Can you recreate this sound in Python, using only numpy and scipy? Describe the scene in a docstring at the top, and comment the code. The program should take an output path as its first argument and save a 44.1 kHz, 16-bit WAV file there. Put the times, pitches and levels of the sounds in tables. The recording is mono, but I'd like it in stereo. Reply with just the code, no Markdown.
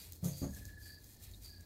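"""A hollow object is bumped, topples and thumps down as animals shove past a hand truck in a yard at night.
Near the microphones, dry grit hisses and snaps under the scuffle, scraped thin metal rings,
and there is one small double squeak. Farther off are a pulsing trill, a fainter answer and a buzzing
insect, over a low rumble and the night air. The building's wall echoes the thumps, snaps and first trill."""
import sys
import numpy as np
from scipy import signal
from scipy.fft import rfft, irfft
from scipy.io import wavfile

SR = 44100
rng = np.random.default_rng(int(sys.argv[2]) if len(sys.argv) > 2 else 0)


def wav_out(sig):
    """Save sig, one row per channel (or a flat mono array), as 16-bit PCM at SR to the path in sys.argv[1]."""
    wavfile.write(sys.argv[1], SR, np.round(np.clip(np.atleast_2d(sig).T, -1, 1) * 32767).astype(np.int16))


N = 72765
T = np.arange(N) / SR
FREQS = np.arange(N // 2 + 1) * SR / N
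SCUFFLE_SPREAD, CALL_SPREAD = 0.95, 0.6  # share of the power that arrives from all round

# Knocks on the upright object. Each row: start in seconds, relative level in dB, contact time in ms.
KNOCKS = [(0.2265, -34.5, 3.9), (0.2385, -41.5, 0.95), (0.2495, -46.5, 0.45), (0.2565, -35, 1.81),
          (0.283, -41.5, 1.29)]
# Modes of its hollow body. Each row: frequency in Hz, gain in dB, time to fall 60 dB in seconds.
BODY_MODES = [(107.3, -9, 0.33), (141.9, -1, 0.38), (172.2, 4.5, 0.26), (273.4, -23.5, 0.38),
              (325, -15.5, 0.71), (439, -10, .15), (521, -7.5, 0.72), (608, -11.5, 0.28),
              (688, -10.5, 0.36), (888, -13.5, 0.29), (1188, -12.5, 0.24)]
# Blows as it lands and rocks. Each row: start in seconds, relative level in dB, contact time in ms.
LANDINGS = [(0.4175, -35.5, 1.34), (0.4290, -38, 0.73), (0.4400, -35.5, 1.07), (0.4695, -54, 1),
            (0.494, -39, 3.56), (0.565, -47.5, 1.55), (0.612, -53.5, 2.05), (0.652, -57, 1.44),
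            (0.735, -49.5, 7.2)]
# Modes of object and ground together. Each row: frequency in Hz, gain in dB, time to fall 60 dB in seconds.
GROUND_MODES = [(48, -22, 0.34), (71.6, -5.5, 0.52), (89, -11, 0.3), (129.7, -3, 0.14), (196.5, -3.5, 0.18),
                (235.3, -10, 0.28), (276, -2, 0.13), (342.4, -12.5, .18), (472, -16.5, 0.13),
                (574, -10.5, 0.19), (694, -11, 0.063), (808, -15, 0.083), (850, -21.5, 0.35),
                (1155, -9.5, 0.088)]
def toppling():
    """Close by, the hollow object is knocked, then lands with a deeper thump and rocks."""
    knock = low_cut(struck(KNOCKS, BODY_MODES, rattle_db=-3.5, rattle_t60=0.17), hz=105)
    landing = low_cut(struck(LANDINGS, GROUND_MODES, rattle_db=-5.5, rattle_t60=0.24), hz=42.5)
    return yard_echo(knock + landing, wet_db=-19)


# Spectrum of the loose rattle after a blow. Each row: frequency in Hz, relative level in dB.
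RATTLE_COLOUR = [(60, -25), (150, 12), (300, -2.5), (600, -5.5), (900, -16), (1300, -21.5), (2000, -25),
                 (4000, -64)]
def struck(blows, modes, rattle_db, rattle_t60):
    """Each blow is a short push that rings the modes and shakes loose parts."""
    push, shake_power = np.zeros(N), np.zeros(N)
    for start, db, contact_ms in blows:
        contact = np.sin(np.pi * np.clip((T - start) / (contact_ms / 1000), 0, 1))
        push += undb(db) * contact / contact.sum()
        shake_power += (undb(db) * fade(start, rattle_t60) / max(contact_ms, 1)) ** 2
    ring = sum(undb(db) * fade(0, t60) * np.sin(2 * np.pi * hz * T) for hz, db, t60 in modes)
    rattle = undb(rattle_db) * np.sqrt(shake_power) * wide_noise(RATTLE_COLOUR, wide_hz=895)
    return signal.fftconvolve(push, ring)[:N] + rattle


# Surges of the grit's hiss and of its lower rasp. Each row: time in seconds, relative level in dB.
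HISS_LEVEL = [(0, -55), (.06, -57.5), (.11, -64.5), (.15, -62), (.21, -72), (.23, -62.5), (.248, -48.5),
              (.35, -58.5), (.39, -54.5), (.5, -65.5), (.565, -54.5), (.62, -61.5), (.66, -63),
              (.69, -64.5), (.77, -72.5), (.82, -61.5), (.88, -59), (.98, -70), (1.07, -62), (1.135, -62),
              (1.18, -71), (1.244, -55.5), (1.28, -65.5), (1.36, -65.5), (1.4, -68.5), (1.446, -57),
              (1.53, -68.5), (1.65, -71.5)]
RASP_LEVEL = [(0.0, -60), (0.118, -68), (0.202, -82.5), (0.26, -60.5), (0.358, -67), (0.458, -66),
              (0.504, -80), (0.588, -65), (0.638, -73.5), (0.694, -70), (0.776, -84.5), (0.868, -66.5),
              (0.988, -78), (1.12, -72.5), (1.18, -77.5), (1.25, -63), (1.388, -83.5), (1.452, -62),
              (1.52, -75.5), (1.65, -76)]
# Spectra of the hiss and the rasp. Each row: frequency in Hz, relative level in dB.
HISS_COLOUR = [(2500, -12), (3500, -1), (4300, -3), (5300, 2.5), (6800, 3), (8500, 5.5), (9700, 3.5),
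               (12800, 7), (14500, 4), (16000, -2.5)]
RASP_COLOUR = [(900, -6), (1400, -6), (2100, 1.5), (2600, 1), (3050, -2), (3900, 5.5), (5000, -3.5),
               (7000, -28)]
def scuffing():
    """Dry grit hisses and rasps underfoot, reaching the microphones from all round."""
    hiss = colour(diffuse(grains, SCUFFLE_SPREAD), HISS_COLOUR) * curve(HISS_LEVEL) * undb(2)
    rasp = colour(diffuse(grains, SCUFFLE_SPREAD), RASP_COLOUR) * curve(RASP_LEVEL) * undb(1.5)
    return near_echoes(hiss + rasp)


def grains(per_second=3300, spread_db=6.5, click_share=0.33):
    """Fine grit makes dense tiny clicks of uneven size over a smooth hiss."""
    clicks = (rng.random(N) < per_second / SR) * np.sign(noise())
    sizes = undb(spread_db * np.minimum(rng.exponential(size=N), 5))
    return np.sqrt(click_share) * unit(clicks * sizes) + np.sqrt(1 - click_share) * noise()


# Snaps of grit and twigs. 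Each row: start in seconds, relative level in dB, left over right in dB.
SNAPS = [(0.122, -35, -9), (0.1325, -46, 16), (0.2452, -41.5, -18.5), (0.3734, -43.5, -7), (0.538, -46, 0),
         (0.5475, -44.5, -4), (0.6534, -38.5, -4), (0.664, -46.5, 3), (0.695, -57, 5), (1.043, -42.5, -3),
         (1.149, -52, -2), (1.2366, -47, -11), (1.3144, -52, -13), (1.355, -61, -8), (1.6086, -45.5, -5)]
# Spectrum of a snap. Each row: frequency in Hz, relative level in dB.
SNAP_COLOUR = [(1500, -28), (3200, -16), (4500, -4), (6600, 2), (8500, -3), (10000, -7), (13500, -2),
               (16000, -4)]
def snaps():
    """Grit and twigs snap in single bright ticks, mostly to the right of the microphones."""
    bursts = sum(pan(noise() * fade(start, t60=0.008) * undb(db), side) for start, db, side in SNAPS)
    return yard_echo(colour(bursts, SNAP_COLOUR), wet_db=-8)


def crackle(per_second=160, spread_db=3):
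    """Coarser grains crack at random, louder as the ground is scuffed harder."""
    sizes = undb(spread_db * np.minimum(rng.exponential(size=N), 3))
    cracks = (rng.random(N) < per_second / SR) * sizes
    bursts = noise() * signal.fftconvolve(cracks, fade(0, t60=0.004))[:N]
    return pan(unit(colour(bursts, SNAP_COLOUR)) * curve(HISS_LEVEL) * undb(-4), left_db=-1.8)


# Scrapes of thin metal. Each row: start in seconds, length in seconds, level in dB,
# the second part's share of the power from 0 to 1.
SCRAPES = [(0.241, 0.084, -46.5, 0.47), (0.373, 0.037, -55.5, 1), (0.415, 0.028, -44.5, 0.95)]
# Modes of the two metal parts. Each row: frequency in Hz, relative level in dB.
FIRST_METAL_MODES = [(6066, -4), (6217, -26), (6295, 0.5), (6401, -12), (6469, -19), (6938, -10),
                     (8530, -16), (10900, -4), (11900, -29), (12552, -15), (13286, -9), (14030, -11)]
SECOND_METAL_MODES = [(6400, -5), (6549, -4), (6640, -5), (6725, 1), (6830, -4), (6940, -6), (7721, -9),
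                      (10400, -12), (11480, -11), (13290, -12)]
def scrapes():
    """Friction keeps two thin metal parts ringing."""
    def ring(modes):
        return unit(sum(undb(db) * ringing(hz, width_hz=45) for hz, db in modes))
    first = diffuse(lambda: ring(FIRST_METAL_MODES), SCUFFLE_SPREAD)
    second = diffuse(lambda: ring(SECOND_METAL_MODES), SCUFFLE_SPREAD)
    out = 0
    for start, length, db, share in SCRAPES:
        metal = np.sqrt(1 - share) * first + np.sqrt(share) * second
        out += metal * undb(db) * swell(start, length, rise=0.01, fall=0.05)
    return out


# Short squeaks. Each row: start in seconds, level in dB.
SQUEAKS = [(1.3357, -49.5), (1.346, -57.5)]
def squeaks():
    """A small double squeak starts with a snap, just right of centre."""
    def decay(t60):
        return sum(undb(db) * fade(start, t60) for start, db in SQUEAKS)
    snap = undb(-5) * ringing(4160, width_hz=770) * decay(t60=0.026)
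    squeak = ringing(3820, width_hz=230) * decay(t60=0.046)
    return pan(squeak + snap, left_db=-2.2)


# Notes of the trill. Each row: start in seconds, level in dB.
TRILL_NOTES = [(0.479, -63.5), (.523, -58), (0.558, -53.5), (0.609, -56), (0.639, -57), (0.677, -53),
               (0.693, -55.5), (0.723, -57), (.763, -52), (0.796, -54.5), (0.85, -53), (0.886, -53.5),
               (0.921, -56), (0.965, -59), (1.484, -65), (1.522, -61), (1.555, -63), (1.588, -61.5),
               (1.619, -65.5)]
# Its centre pitch, rising a little with effort. Each row: time in seconds, pitch in Hz.
TRILL_PITCH = [(.48, 1660), (.56, 1705), (.93, 1710), (1.0, 1695), (1.5, 1665)]
def trill(note_s=0.033, sag_hz_per_s=2400, wobble_hz=38):
    """Behind the scuffle, to the right, an animal trills in short, slightly falling, hoarse notes."""
    hoarseness = wobble_hz * ringing(144, width_hz=200)
    tune = np.interp(T, *np.array(TRILL_PITCH).T) + hoarseness
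    out = 0
    for start, db in TRILL_NOTES:
        age = np.clip(T - start, 0, note_s)
        pitch = tune - sag_hz_per_s * (age - note_s / 2)
        envelope = undb(db) * np.sin(np.pi * age / note_s)
        out += envelope * np.sin(2 * np.pi * np.cumsum(pitch) / SR)
    return yard_echo(pan(out, left_db=-3.5), wet_db=-9)


# Insect buzzes. Each row: start in seconds, length in seconds, level in dB.
BUZZES = [(-.1, 0.11, -49), (0.3, 0.17, -58), (0.806, 0.18, -58), (1.418, 0.17, -57)]
def insect():
    """Back in the yard an insect rasps in one narrow band, about twice a second."""
    effort = sum(undb(db) * swell(start, length, rise=0.034, fall=0.037) for start, length, db in BUZZES)
    return effort * diffuse(lambda: ringing(4673, width_hz=370), CALL_SPREAD)


def far_trill(notes_per_second=25):
    """A second, much fainter trill answers from a distance."""
    pulsing = 1 + 0.42 * np.sin(2 * np.pi * notes_per_second * T)
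    voice = diffuse(lambda: ringing(1773, width_hz=90), CALL_SPREAD)
    return undb(-78.5) * pulsing * voice * swell(start=1.06, length=0.34, rise=0.023, fall=0.029)


# Wavering of the low rumble. Each row: time in seconds, level in dB.
RUMBLE_LEVEL = [(0, -57), (.16, -54), (.2, -60), (.38, -57), (.5, -52), (.7, -52), (.92, -54), (1.02, -59),
                (1.18, -61), (1.25, -55), (1.45, -53.5), (1.65, -55)]
# Spectra of the rumble and the night air. Each row: frequency in Hz, relative level in dB.
RUMBLE_COLOUR = [(20, -60), (35, -17), (50, 17), (68, 8), (87, 20.5), (105, 10), (130, 2), (200, -38)]
AIR_COLOUR = [(60, 3.5), (130, 3), (180, 4.5), (330, -1), (500, -8.5), (800, -13), (1250, -23.5),
              (1800, -20.5), (2900, -42.5), (4200, -10.5), (8000, -33.5), (13000, -39), (16000, -17.5)]
def night():
    """The yard's background: a rumble, a little stronger in the left microphone, and steady air."""
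    lean_left = undb([[1.07], [-1.07]])
    rumble = curve(RUMBLE_LEVEL) * unit(colour(noise(), RUMBLE_COLOUR)) * lean_left
    air = undb(-63) * wide_noise(AIR_COLOUR, wide_hz=650)
    return rumble + air


def yard_echo(x, wet_db):
    """Wall and ground return a short echo, different at each microphone."""
    tail = rng.standard_normal((2, N)) * fade(0.0025, t60=0.38)
    tail /= np.sqrt(np.sum(tail ** 2, axis=1, keepdims=True))
    return x + undb(wet_db) * signal.fftconvolve(x, tail, axes=1)[:, :N]


def near_echoes(x, wet_db=-7):
    """Close surfaces throw a sound back within milliseconds and ripple its spectrum."""
    echoes = noise() * fade(0.00092, t60=0.04)
    echoes *= undb(wet_db) / np.sqrt(np.sum(echoes ** 2))
    return x + signal.fftconvolve(x, echoes[None], axes=1)[:, :N]


def pan(x, left_db, lag_s=0.00045):
    """Place a sound by its level of left over right; it reaches the right microphone first."""
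    left = np.roll(x, round(lag_s * SR))
    return np.array([left, x]) * undb([[left_db / 2], [-left_db / 2]])


def diffuse(make, spread):
    """A noisy sound arrives partly direct from the right and partly scattered from all round."""
    direct = pan(make(), left_db=-4.1)
    scattered = np.array([make(), make()])
    return np.sqrt(1 - spread) * direct + np.sqrt(spread) * scattered


def wide_noise(spectrum, wide_hz):
    """Coloured noise, alike at both microphones in the bass and unrelated above wide_hz."""
    width = np.clip(FREQS / wide_hz, 0.2, 1)
    side = irfft(rfft(colour(noise(), spectrum)) * width, N)
    mid = colour(noise(), spectrum)
    return np.array([mid + side, mid - side])


def low_cut(x, hz):
    """Remove the deepest bass below hz."""
    return signal.sosfilt(signal.butter(3, hz, "high", fs=SR, output="sos"), x)


def colour(x, spectrum):
    """Filter by rows of (Hz, dB), keeping the power of white noise."""
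    hz, db = np.array(spectrum).T
    gain = undb(np.interp(np.log(FREQS + 1), np.log(hz), db))
    return irfft(rfft(x) * unit(gain), N)


def ringing(hz, width_hz):
    """A resonance with steep skirts, driven by noise."""
    return unit(irfft(rfft(noise()) / (1 + (2 * (FREQS - hz) / width_hz) ** 2), N))


def fade(start, t60):
    """A sudden start, then a fall of 60 dB every t60 seconds."""
    return (T >= start) * undb(-60 * np.maximum(T - start, 0) / t60)


def swell(start, length, rise, fall):
    """Linear rise, hold and exponential release, all in seconds."""
    attack = np.clip((T - start) / rise, 0, 1)
    return attack * np.exp(-np.maximum(T - start - length + fall, 0) / fall)


def curve(rows):
    """Gain along rows of (seconds, dB)."""
    return undb(np.interp(T, *np.array(rows).T))


def noise():
    """White noise."""
    return rng.standard_normal(N)


def unit(x):
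    """Scale to rms 1."""
    return x / np.sqrt(np.mean(x ** 2) + 1e-30)


def undb(db):
    """Decibels to gain."""
    return 10 ** (np.asarray(db) / 20)


def scene():
    """The yard at the microphone pair: the scuffle in front, the calls and the night behind."""
    scuffle = toppling() + scuffing() + crackle() + snaps() + scrapes() + squeaks()
    return scuffle + insect() + trill() + far_trill() + night()


def record(dry, top_hz=15700):
    """The recorder cuts the highest treble steeply."""
    return signal.sosfilt(signal.ellip(10, 0.2, 70, top_hz, fs=SR, output="sos"), dry)


dry = scene()
out = record(dry)
wav_out(out)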